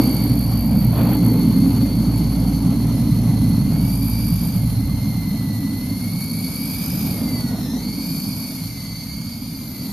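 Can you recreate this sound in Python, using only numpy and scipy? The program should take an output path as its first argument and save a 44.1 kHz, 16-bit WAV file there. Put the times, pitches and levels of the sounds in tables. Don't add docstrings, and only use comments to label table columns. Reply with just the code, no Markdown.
import sys
import numpy as np
from scipy import signal
from scipy.fft import rfft, irfft
from scipy.io import wavfile
from scipy.ndimage import uniform_filter1d

SR = 44100
rng = np.random.default_rng(int(sys.argv[2]) if len(sys.argv) > 2 else 0)


def unload_audio(sound):
    columns = np.transpose(np.atleast_2d(sound))
    steps = np.round(np.clip(columns, -1, 1) * 32767)
    wavfile.write(sys.argv[1], SR, steps.astype(np.int16))


def to_linear_factor(level_db):
    exponent = np.asarray(level_db, float) / 20
    return 10 ** exponent


N = 437472
T = np.arange(N) / SR

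# (frequency [Hz], likeness [0-1])
LIKENESS = [(60, 0.99), (300, 0.99), (700, 0.98), (1500, 0.82), (2500, 0.48), (4500, 0.45), (9000, 0.11),
            (13000, 0.53)]
# (time [s], buffeting [dB], tilt [dB per octave])
WIND = [(0.0, -15, 7), (0.5, -17.5, -4.5), (0.8, -16, -4), (1.0, -12.5, -1), (1.3, -14, 8), (1.5, -13.5, 1),
        (2.4, -16.5, 2), (3.1, -15, -3.5), (3.8, -15, -2), (4.15, -20, -4.5), (4.8, -18.5, -9),
        (5.6, -20.5, -2.5), (5.9, -21.5, -1.5), (6.7, -23.5, -1.5), (7.1, -18.5, -2.5), (7.7, -20.5, 2),
        (9.15, -29.5, -5.5), (9.92, -25, 2.5)]
# (frequency [Hz], density [dB per Hz])
BUFFET_COLOUR = [(12, -70), (20, -40), (27, -29), (35, -15), (43, -20), (135, -3.5), (177, 2.5), (272, -2),
                 (290, -5.5), (338, -21.5), (420, -25.5), (550, -35), (920, -120)]
# (frequency [Hz], density [dB per Hz])
RUSTLE_COLOUR = [(210, -11), (360, -9.5), (527, -6.5), (881, -8.5), (1680, -24), (2110, -22), (2790, -24.5),
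                 (3500, -24.5), (4550, -43), (7700, -120)]
# (middle [s], half length [s], rustle [dB], low airflow [dB], tip hiss [dB])
GUSTS = [(0.0, 0.11, 3.5, -3, 1), (0.83, 0.019, 1.5, 3, 3), (0.9, .03, -2, -5, -4), (1.0, 0.018, 1, 2, 2),
         (1.08, 0.19, 6.5, -9, 1), (1.2, .03, -4, -3, -7), (1.27, 0.028, 1, -3, 4.5), (3.1, .3, 0, 0, 0),
         (5.5, 0.14, 2, -2, 2), (7.45, 0.45, 6, -1.5, -0.5), (8.3, 0.4, 2.5, -4, 0),
         (9.92, 0.091, 2.5, -1, -3)]
RUSTLE_DB, RUSTLE_SHARE, RUSTLE_FADE_DB_PER_S = -38, 0.58, -0.91
BUFFET_DIP_DB = -2.5

# (time [s], beat [Hz], beat level [dB], second overtone level [dB])
BEAT = [(0.0, 58.48, -31, -20.5), (2.4, 57.61, -29.5, -23), (3.9, 56.75, -31.5, -22),
        (5.2, 55.92, -35, -30.5), (5.6, 53.6, -47, -24.5), (7.8, 53.5, -44, -55), (8.2, 56.23, -45, -39),
        (9.92, 53.6, -51, -42)]
BOB_PERIOD_S, BOB_TOP_S, BOB_DB, BOB_SECOND_DB = 1.744, 0.57, 3, -1.5

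# (time [s], frequency [Hz], level [dB])
CREAK = [
    (7.39, 1450, -65),
    (7.416, 1460, -53),
    (7.62, 1465, -55),
]

# (time [s], tip hiss [dB], canopy facing camera [dB], airflow over hiss [dB])
LOAD = [(0.0, -32, 2, -13.5), (0.7, -35, 3.5, -16.5), (1.1, -33.5, 7, -15.5), (1.8, -39.5, -2, -9.5),
        (3.2, -42.5, -11, -6), (3.7, -39.5, -5, -9.5), (3.95, -32.5, -6, -14.5), (4.45, -34, -10, -11.5),
        (4.8, -39, 0, -10), (5.6, -42, 6, -6), (6.3, -34, -14, -12), (7.04, -31, -11, -10.5),
        (7.4, -38, 4, -7.5), (7.75, -47, 24, 0.5), (8.18, -34.5, -8, -8), (8.6, -39.5, -8, -4),
        (8.95, -47.5, 13, 0), (9.75, -37.5, 18, -9)]
# (frequency [Hz], density [dB per Hz])
AIRFLOW_COLOUR = [(710, -12), (1200, -11.5), (1800, -18.5), (2800, -15.5), (3850, -11), (5200, -7.5),
                  (5800, -11.5), (6500, -9), (7300, -9), (8700, -6), (9600, -8.5), (11200, -2), (13800, -5)]
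# (frequency [Hz], width [Hz], level against the moving band [dB])
CANOPY = [(8500, 430, -9), (12300, 430, 2.5)]
BLADE_PASS_HZ = 53.9
CHOP, CHOP_PER_DB, CHOP_NEAR, LEAVING_S = .25, .03, .35, 2.5
TIP_HZ, TIP_WIDTH_HZ, TIP_PER_MESH, HOVER_MESH_HZ = 11600, 520, 3.2, 2340
LOW_AIR_DB, LOW_AIR_FADE_DB_PER_S = 4, -0.22

# (time [s], tooth contacts [Hz])
TAIL_SPEED = [(0.0, 2162), (0.66, 2191), (0.96, 2075), (1.7, 2103), (2.55, 2086), (2.9, 2020), (3.55, 2026),
              (3.98, 2320), (4.5, 2240), (4.72, 2030), (5.05, 2095), (5.55, 1978), (6.4, 2250),
              (6.95, 2293), (8.4, 2240), (8.88, 2052), (9.3, 2192), (10.3, 1850)]
# (time [s], tooth contacts [Hz])
MAIN_SPEED = [(0.0, 2300), (0.32, 2261), (0.7, 2298), (1.44, 2211), (1.85, 2238), (2.56, 2236),
              (2.95, 2186), (3.5, 2174), (4.0, 2334), (4.47, 2358), (4.8, 2168), (5.52, 2150), (6.3, 2252),
              (7.04, 2504), (8.25, 2445), (8.95, 2262), (9.45, 2370), (10.1, 2280)]
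# (time [s], level [dB])
TAIL_LEVEL = [(0.0, -45), (0.6, -66), (1.2, -50), (2.1, -56), (3.5, -50.5), (3.9, -50), (4.6, -53.5),
              (5.1, -45.5), (5.4, -47.5), (6.3, -43), (7.05, -45.5), (7.35, -43), (7.6, -54), (7.95, -48),
              (8.2, -52), (8.9, -46), (9.2, -49.5), (9.92, -55)]
# (time [s], level [dB], grinding over the gear [dB])
MAIN_LEVEL = [(0.0, -32, -10.5), (0.5, -39, -7.5), (1.8, -39.5, -11), (3.3, -44.5, -7.5), (3.6, -41.5, -12),
              (4.15, -35.5, -8.5), (4.8, -45, -4.5), (5.4, -41.5, -9), (5.8, -40.5, -13), (6.3, -41.5, 0.5),
              (7.1, -42, 2), (7.35, -32.5, -25), (7.62, -43.5, -6), (7.95, -35.5, -10), (8.15, -37.5, -7.5),
              (8.6, -42.5, -2), (8.9, -37, -13), (9.92, -41, -7.5)]
# (multiple of the tooth contacts, level [dB])
TAIL_ORDERS = [(1, -5.5), (2, -10), (3, 1.5)]
# (multiple of the tooth contacts, level [dB])
MAIN_ORDERS = [(1, -21), (2, -10.5), (3, -16), (4, -15.5), (5, -30)]
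# (multiple of their mean, level [dB])
GRIND_ORDERS = [(1, -9), (2, -5.5)]
# (middle [s], half length [s], second [dB], third [dB])
SWINGS = [
    (1.75, 0.64, 9, 10),
    (3.1, 1, 7, 13.5),
    (5.0, .3, 2, 7),
    (7.3, .15, -2, -1),
    (7.7, 0.18, 11, 25),
    (8.25, 0.38, 21.5, -3),
    (8.9, 0.2, -8, 5),
    (9.3, 0.47, 11.5, 12),
]
# (frequency [Hz], width [Hz], lift over the direct sound [dB])
HOUSING = (4420, 860, 6)
SECOND_DB, THIRD_DB = -6, -22
# (fuzz width per overtone [Hz], clean share)
TAIL_ROUGH, MAIN_ROUGH, GRIND_ROUGH = (30, .86), (36, .86), (230, 0)
TEETH = 8
INERTIA_S, CUT_S, BACK_S = .07, 7.0, 7.72
TAIL_SAG, MAIN_SAG = (.22, .11), (.175, .17)  # (share of speed lost, recovery [s])
SIDE_DB = .5

# (frequency [Hz], gain [dB])
MICROPHONE = [(25, 5), (42, -19), (52, 2.5), (6800, 2.5), (7300, -1.5), (7600, -9), (7950, -36), (8300, -5),
              (8500, -2.5), (8900, 0)]
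# (frequency [Hz], left over right [dB])
BALANCE = [(60, -1.5), (180, -1.0), (520, -0.5), (1540, -2), (4530, -0.5), (13400, 0.5)]


def evened(x):
    return x / np.sqrt(np.mean(x ** 2) + 1e-20)


def read(points, hz):
    f, value = np.transpose(points)
    return np.interp(np.log(hz + 1), np.log(f + 1), value)


def columns(rows, t):
    s, *rest = np.transpose(rows)
    return [np.interp(t, s, c) for c in rest]


def bumps(rows, t):
    return sum(np.outer(strength, np.exp(-((t - s) / half) ** 2)) for s, half, *strength in rows)


def wander(hz):
    step = 16
    slow = signal.lfilter(*signal.butter(2, hz * step / (SR / 2)), rng.standard_normal(N // step + 2))
    return np.interp(np.arange(N) / step, np.arange(len(slow)), evened(slow))


def line(hz, width_hz, clean):
    fuzz = (wander(width_hz / 2) + 1j * wander(width_hz / 2)) / np.sqrt(2)
    turn = np.exp(2j * np.pi * (np.cumsum(hz) / SR + rng.random()))
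    fuzz_share = np.sqrt(1 - np.clip(clean, 0, 1) ** 2)
    return np.sqrt(2) * (turn * (clean + fuzz_share * fuzz)).real


def noise(shape_db, band, patchy_db, size):
    hop = size // 4
    t = np.arange(N // hop + 5) * hop / SR
    hz = np.fft.rfftfreq(size, 1 / SR)[:, None]
    a, b, c, d, patches = rng.standard_normal((len(t), len(hz), 5)).T
    patches = uniform_filter1d(patches, size=6, axis=0)
    patches = evened(uniform_filter1d(patches, size=12, axis=1))
    gain = to_linear_factor(shape_db(hz, t)) * np.ones(len(t))
    inside = (hz >= band[0]) & (hz <= band[1])
    gain = gain / np.sqrt((gain ** 2 * inside).sum(0)) * to_linear_factor(patchy_db * patches)
    same = np.clip(read(LIKENESS, hz), -1, 1)
    left = a + 1j * b
    right = same * left + np.sqrt(1 - same ** 2) * (c + 1j * d)
    z = np.array([left, right]) * gain
    return signal.istft(z, nperseg=size, noverlap=size - hop)[1][:, :N] * 0.72


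def mesh(speed, sag):
    s, hz = np.transpose(speed)
    points = np.arange(len(s))
    place = np.interp(T, s, points)
    eased = np.interp(place // 1 + np.sin(np.pi / 2 * (place % 1)) ** 2, points, hz)
    run_down = np.clip((T - CUT_S) / (BACK_S - CUT_S), 0, 1)
    recovery = np.exp(-np.maximum(T - BACK_S, 0) / sag[1])
    return uniform_filter1d(eased * (1 - sag[0] * run_down * recovery), round(INERTIA_S * SR))


def buffet_db(hz, t):
    tilt_db = columns(WIND, t)[1]
    octaves = np.log2((hz + 20) / 170)
    dip = np.exp(-((hz - 200) / 35) ** 2)
    return read(BUFFET_COLOUR, hz) + tilt_db * octaves + BUFFET_DIP_DB * dip


def rustle_colour_db(hz, t):
    return read(RUSTLE_COLOUR, hz)


def wind():
    level_db = columns(WIND, T)[0]
    rustle_db = RUSTLE_DB + RUSTLE_SHARE * (level_db - level_db.mean())
    rustle_db = rustle_db + RUSTLE_FADE_DB_PER_S * T + bumps(GUSTS, T)[0]
    flutter_db = 1.44 * wander(41)
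    buffet = to_linear_factor(level_db) * noise(buffet_db, (70, 330), patchy_db=1.5, size=4096)
    rustle = noise(rustle_colour_db, (400, 1500), patchy_db=1.5, size=1024)
    return buffet + to_linear_factor(rustle_db + flutter_db) * rustle


def beat():
    hz, first_db, second_db = columns(BEAT, T)
    bob = np.cos(2 * np.pi * (T - BOB_TOP_S) / BOB_PERIOD_S)
    first_db = first_db + BOB_DB * bob
    second_db = second_db + BOB_SECOND_DB * bob
    overtones = line(2 * hz, 17.4, 0.65)
    overtones += to_linear_factor(-17.5) * line(3 * hz, 17.0, 0.35)
    overtones += to_linear_factor(-8.0) * line(4 * hz, 14, 0.26)
    overtones += to_linear_factor(-12.0) * line(5 * hz, 21.0, 0.35)
    return to_linear_factor(first_db) * line(hz, 4.3, 1.0) + to_linear_factor(second_db - 3.0) * overtones


def creak():
    hz, level_db = columns(CREAK, T)
    sounding = 1. * (T > CREAK[0][0]) * (T < CREAK[-1][0])
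    sounding = uniform_filter1d(sounding, size=900)
    return to_linear_factor(level_db - 1.0) * sounding * line(hz, 24.2, 0.64)


def tip_centre(t):
    main_hz = np.interp(t, T, mesh(MAIN_SPEED, MAIN_SAG))
    return TIP_HZ + TIP_PER_MESH * (main_hz - HOVER_MESH_HZ)


def shaft():
    hiss_db, canopy_db, _ = columns(LOAD, T)
    centre_hz = 300 + tip_centre(T)
    hz = mesh(TAIL_SPEED, TAIL_SAG) / TEETH
    phase = 2 * np.pi * np.cumsum(hz * (1 + .002 * wander(30))) / SR
    starts = 2 * np.pi * rng.random(60)
    comb = np.zeros(N)
    for k in range(34, 52):
        comb += np.cos(k * phase + starts[k]) / (1 + ((k * hz - centre_hz) / 1300) ** 2)
    return to_linear_factor(.6 * hiss_db - 25.5 - .3 * canopy_db) * evened(comb)


def tip_db(hz, t):
    away = hz - tip_centre(t)
    power = 1 / (1 + (away / TIP_WIDTH_HZ) ** 4) + 0.21 / (1 + (away / 1500) ** 4)
    canopy_db = columns(LOAD, t)[1]
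    for centre_hz, width_hz, db in CANOPY:
        band_db = db + canopy_db * (centre_hz > 1e4)
        power = power + to_linear_factor(2 * band_db) / (1 + ((hz - centre_hz) / width_hz) ** 4)
    return 10 * np.log10(power)


def air_db(hz, t):
    low_db = LOW_AIR_DB + LOW_AIR_FADE_DB_PER_S * t + bumps(GUSTS, t)[1]
    return read(AIRFLOW_COLOUR, hz) + low_db / (1 + (hz / 4500) ** 6)


def blades():
    hiss_db, _, flow_db = columns(LOAD, T)
    depth = CHOP + CHOP_PER_DB * (hiss_db - hiss_db.mean()) + CHOP_NEAR * np.exp(-(T / LEAVING_S) ** 2)
    depth = np.clip(depth * (1 + 0.23 * wander(12.0)), 0, 1)
    phase = 2 * np.pi * np.cumsum(BLADE_PASS_HZ * (1 + 0.0437 * wander(7.0))) / SR
    chop = 1 + depth * np.cos(phase)
    tips = to_linear_factor(hiss_db + bumps(GUSTS, T)[2]) * noise(tip_db, (9500, 13500), patchy_db=3.0, size=512)
    air = to_linear_factor(hiss_db + flow_db) * noise(air_db, (5300, 7300), patchy_db=1.23, size=1024)
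    return tips * chop + air * (1 + 0.079 * (chop - 1))


def gears():
    tail_hz, main_hz = mesh(TAIL_SPEED, TAIL_SAG), mesh(MAIN_SPEED, MAIN_SAG)
    tail_db, = columns(TAIL_LEVEL, T)
    main_db, grind_db = columns(MAIN_LEVEL, T)
    second_db, third_db = bumps(SWINGS, T) + [[SECOND_DB], [THIRD_DB]]
    centre_hz, width_hz, lift_db = HOUSING
    swing_depth_hz = 30 * (1 + .4 * wander(4))
    swing_hz = swing_depth_hz * np.cos(2 * np.pi * BLADE_PASS_HZ * T + .6 * wander(5)) + 4 * wander(8)
    trains = [(tail_hz + swing_hz / 3, tail_db, TAIL_ORDERS, TAIL_ROUGH),
              (main_hz + swing_hz, main_db, MAIN_ORDERS, MAIN_ROUGH),
              ((tail_hz + main_hz) / 2, main_db + grind_db, GRIND_ORDERS, GRIND_ROUGH)]
    out = np.zeros((2, N))
    for hz, level_db, orders, (fuzz_hz, clean) in trains:
        for k, db in orders:
            lift = lift_db / (1 + (2 * (k * hz - centre_hz) / width_hz) ** 2)
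            lift = lift + third_db * (k == 3)
            lift = lift + second_db * (k == 2) * (orders is TAIL_ORDERS)
            spread_hz = k * fuzz_hz * (1 + 2 * (k > 3))
            direct = line(k * hz, spread_hz, clean * (k < 4) - .15 * (k == 3))
            scattered = line(k * hz, spread_hz, .5 * clean) * np.array([[1], [-1]])
            out += to_linear_factor(level_db + db + lift) * (direct + 0.35 * scattered)
    return out


def scene():
    flicker = to_linear_factor(0.52 * wander(7.2) + 0.8 * wander(68))
    side = to_linear_factor(np.outer([.5, -.5], SIDE_DB))
    craft = (creak() + shaft() + blades() + gears()) * flicker * side
    return wind() + beat() + craft


def masked(x):
    hz, _, z = signal.stft(x, SR, nperseg=2048)
    width, edge_hz, margin_db = 6, 13560, 6.3
    power = (abs(z) ** 2).mean(0)
    level_db = 10 * np.log10(uniform_filter1d(power, size=width, axis=0) + 1e-20)
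    band_middle = np.arange(len(hz)) // width * width + width // 2
    band_db = level_db[np.minimum(band_middle, len(hz) - 1)]
    around_db = uniform_filter1d(level_db, size=140, axis=0)
    kept = (band_db > around_db - margin_db) | (hz[:, None] < 2300)
    return signal.istft(z * kept * (hz[:, None] < edge_hz), SR, nperseg=2048)[1][:, :N]


def band_limit(x):
    return signal.sosfilt(signal.butter(12, 13950, fs=SR, output="sos"), x)


def record(dry):
    hz = np.fft.rfftfreq(N, 1 / SR)
    colour_db = read(MICROPHONE, hz) + np.outer([.5, -.5], read(BALANCE, hz))
    heard = irfft(rfft(dry) * to_linear_factor(colour_db), N)
    limited = heard / (1 + abs(heard / .8) ** 6) ** (1 / 6)
    return band_limit(masked(limited))


dry = scene()
out = record(dry)
unload_audio(out)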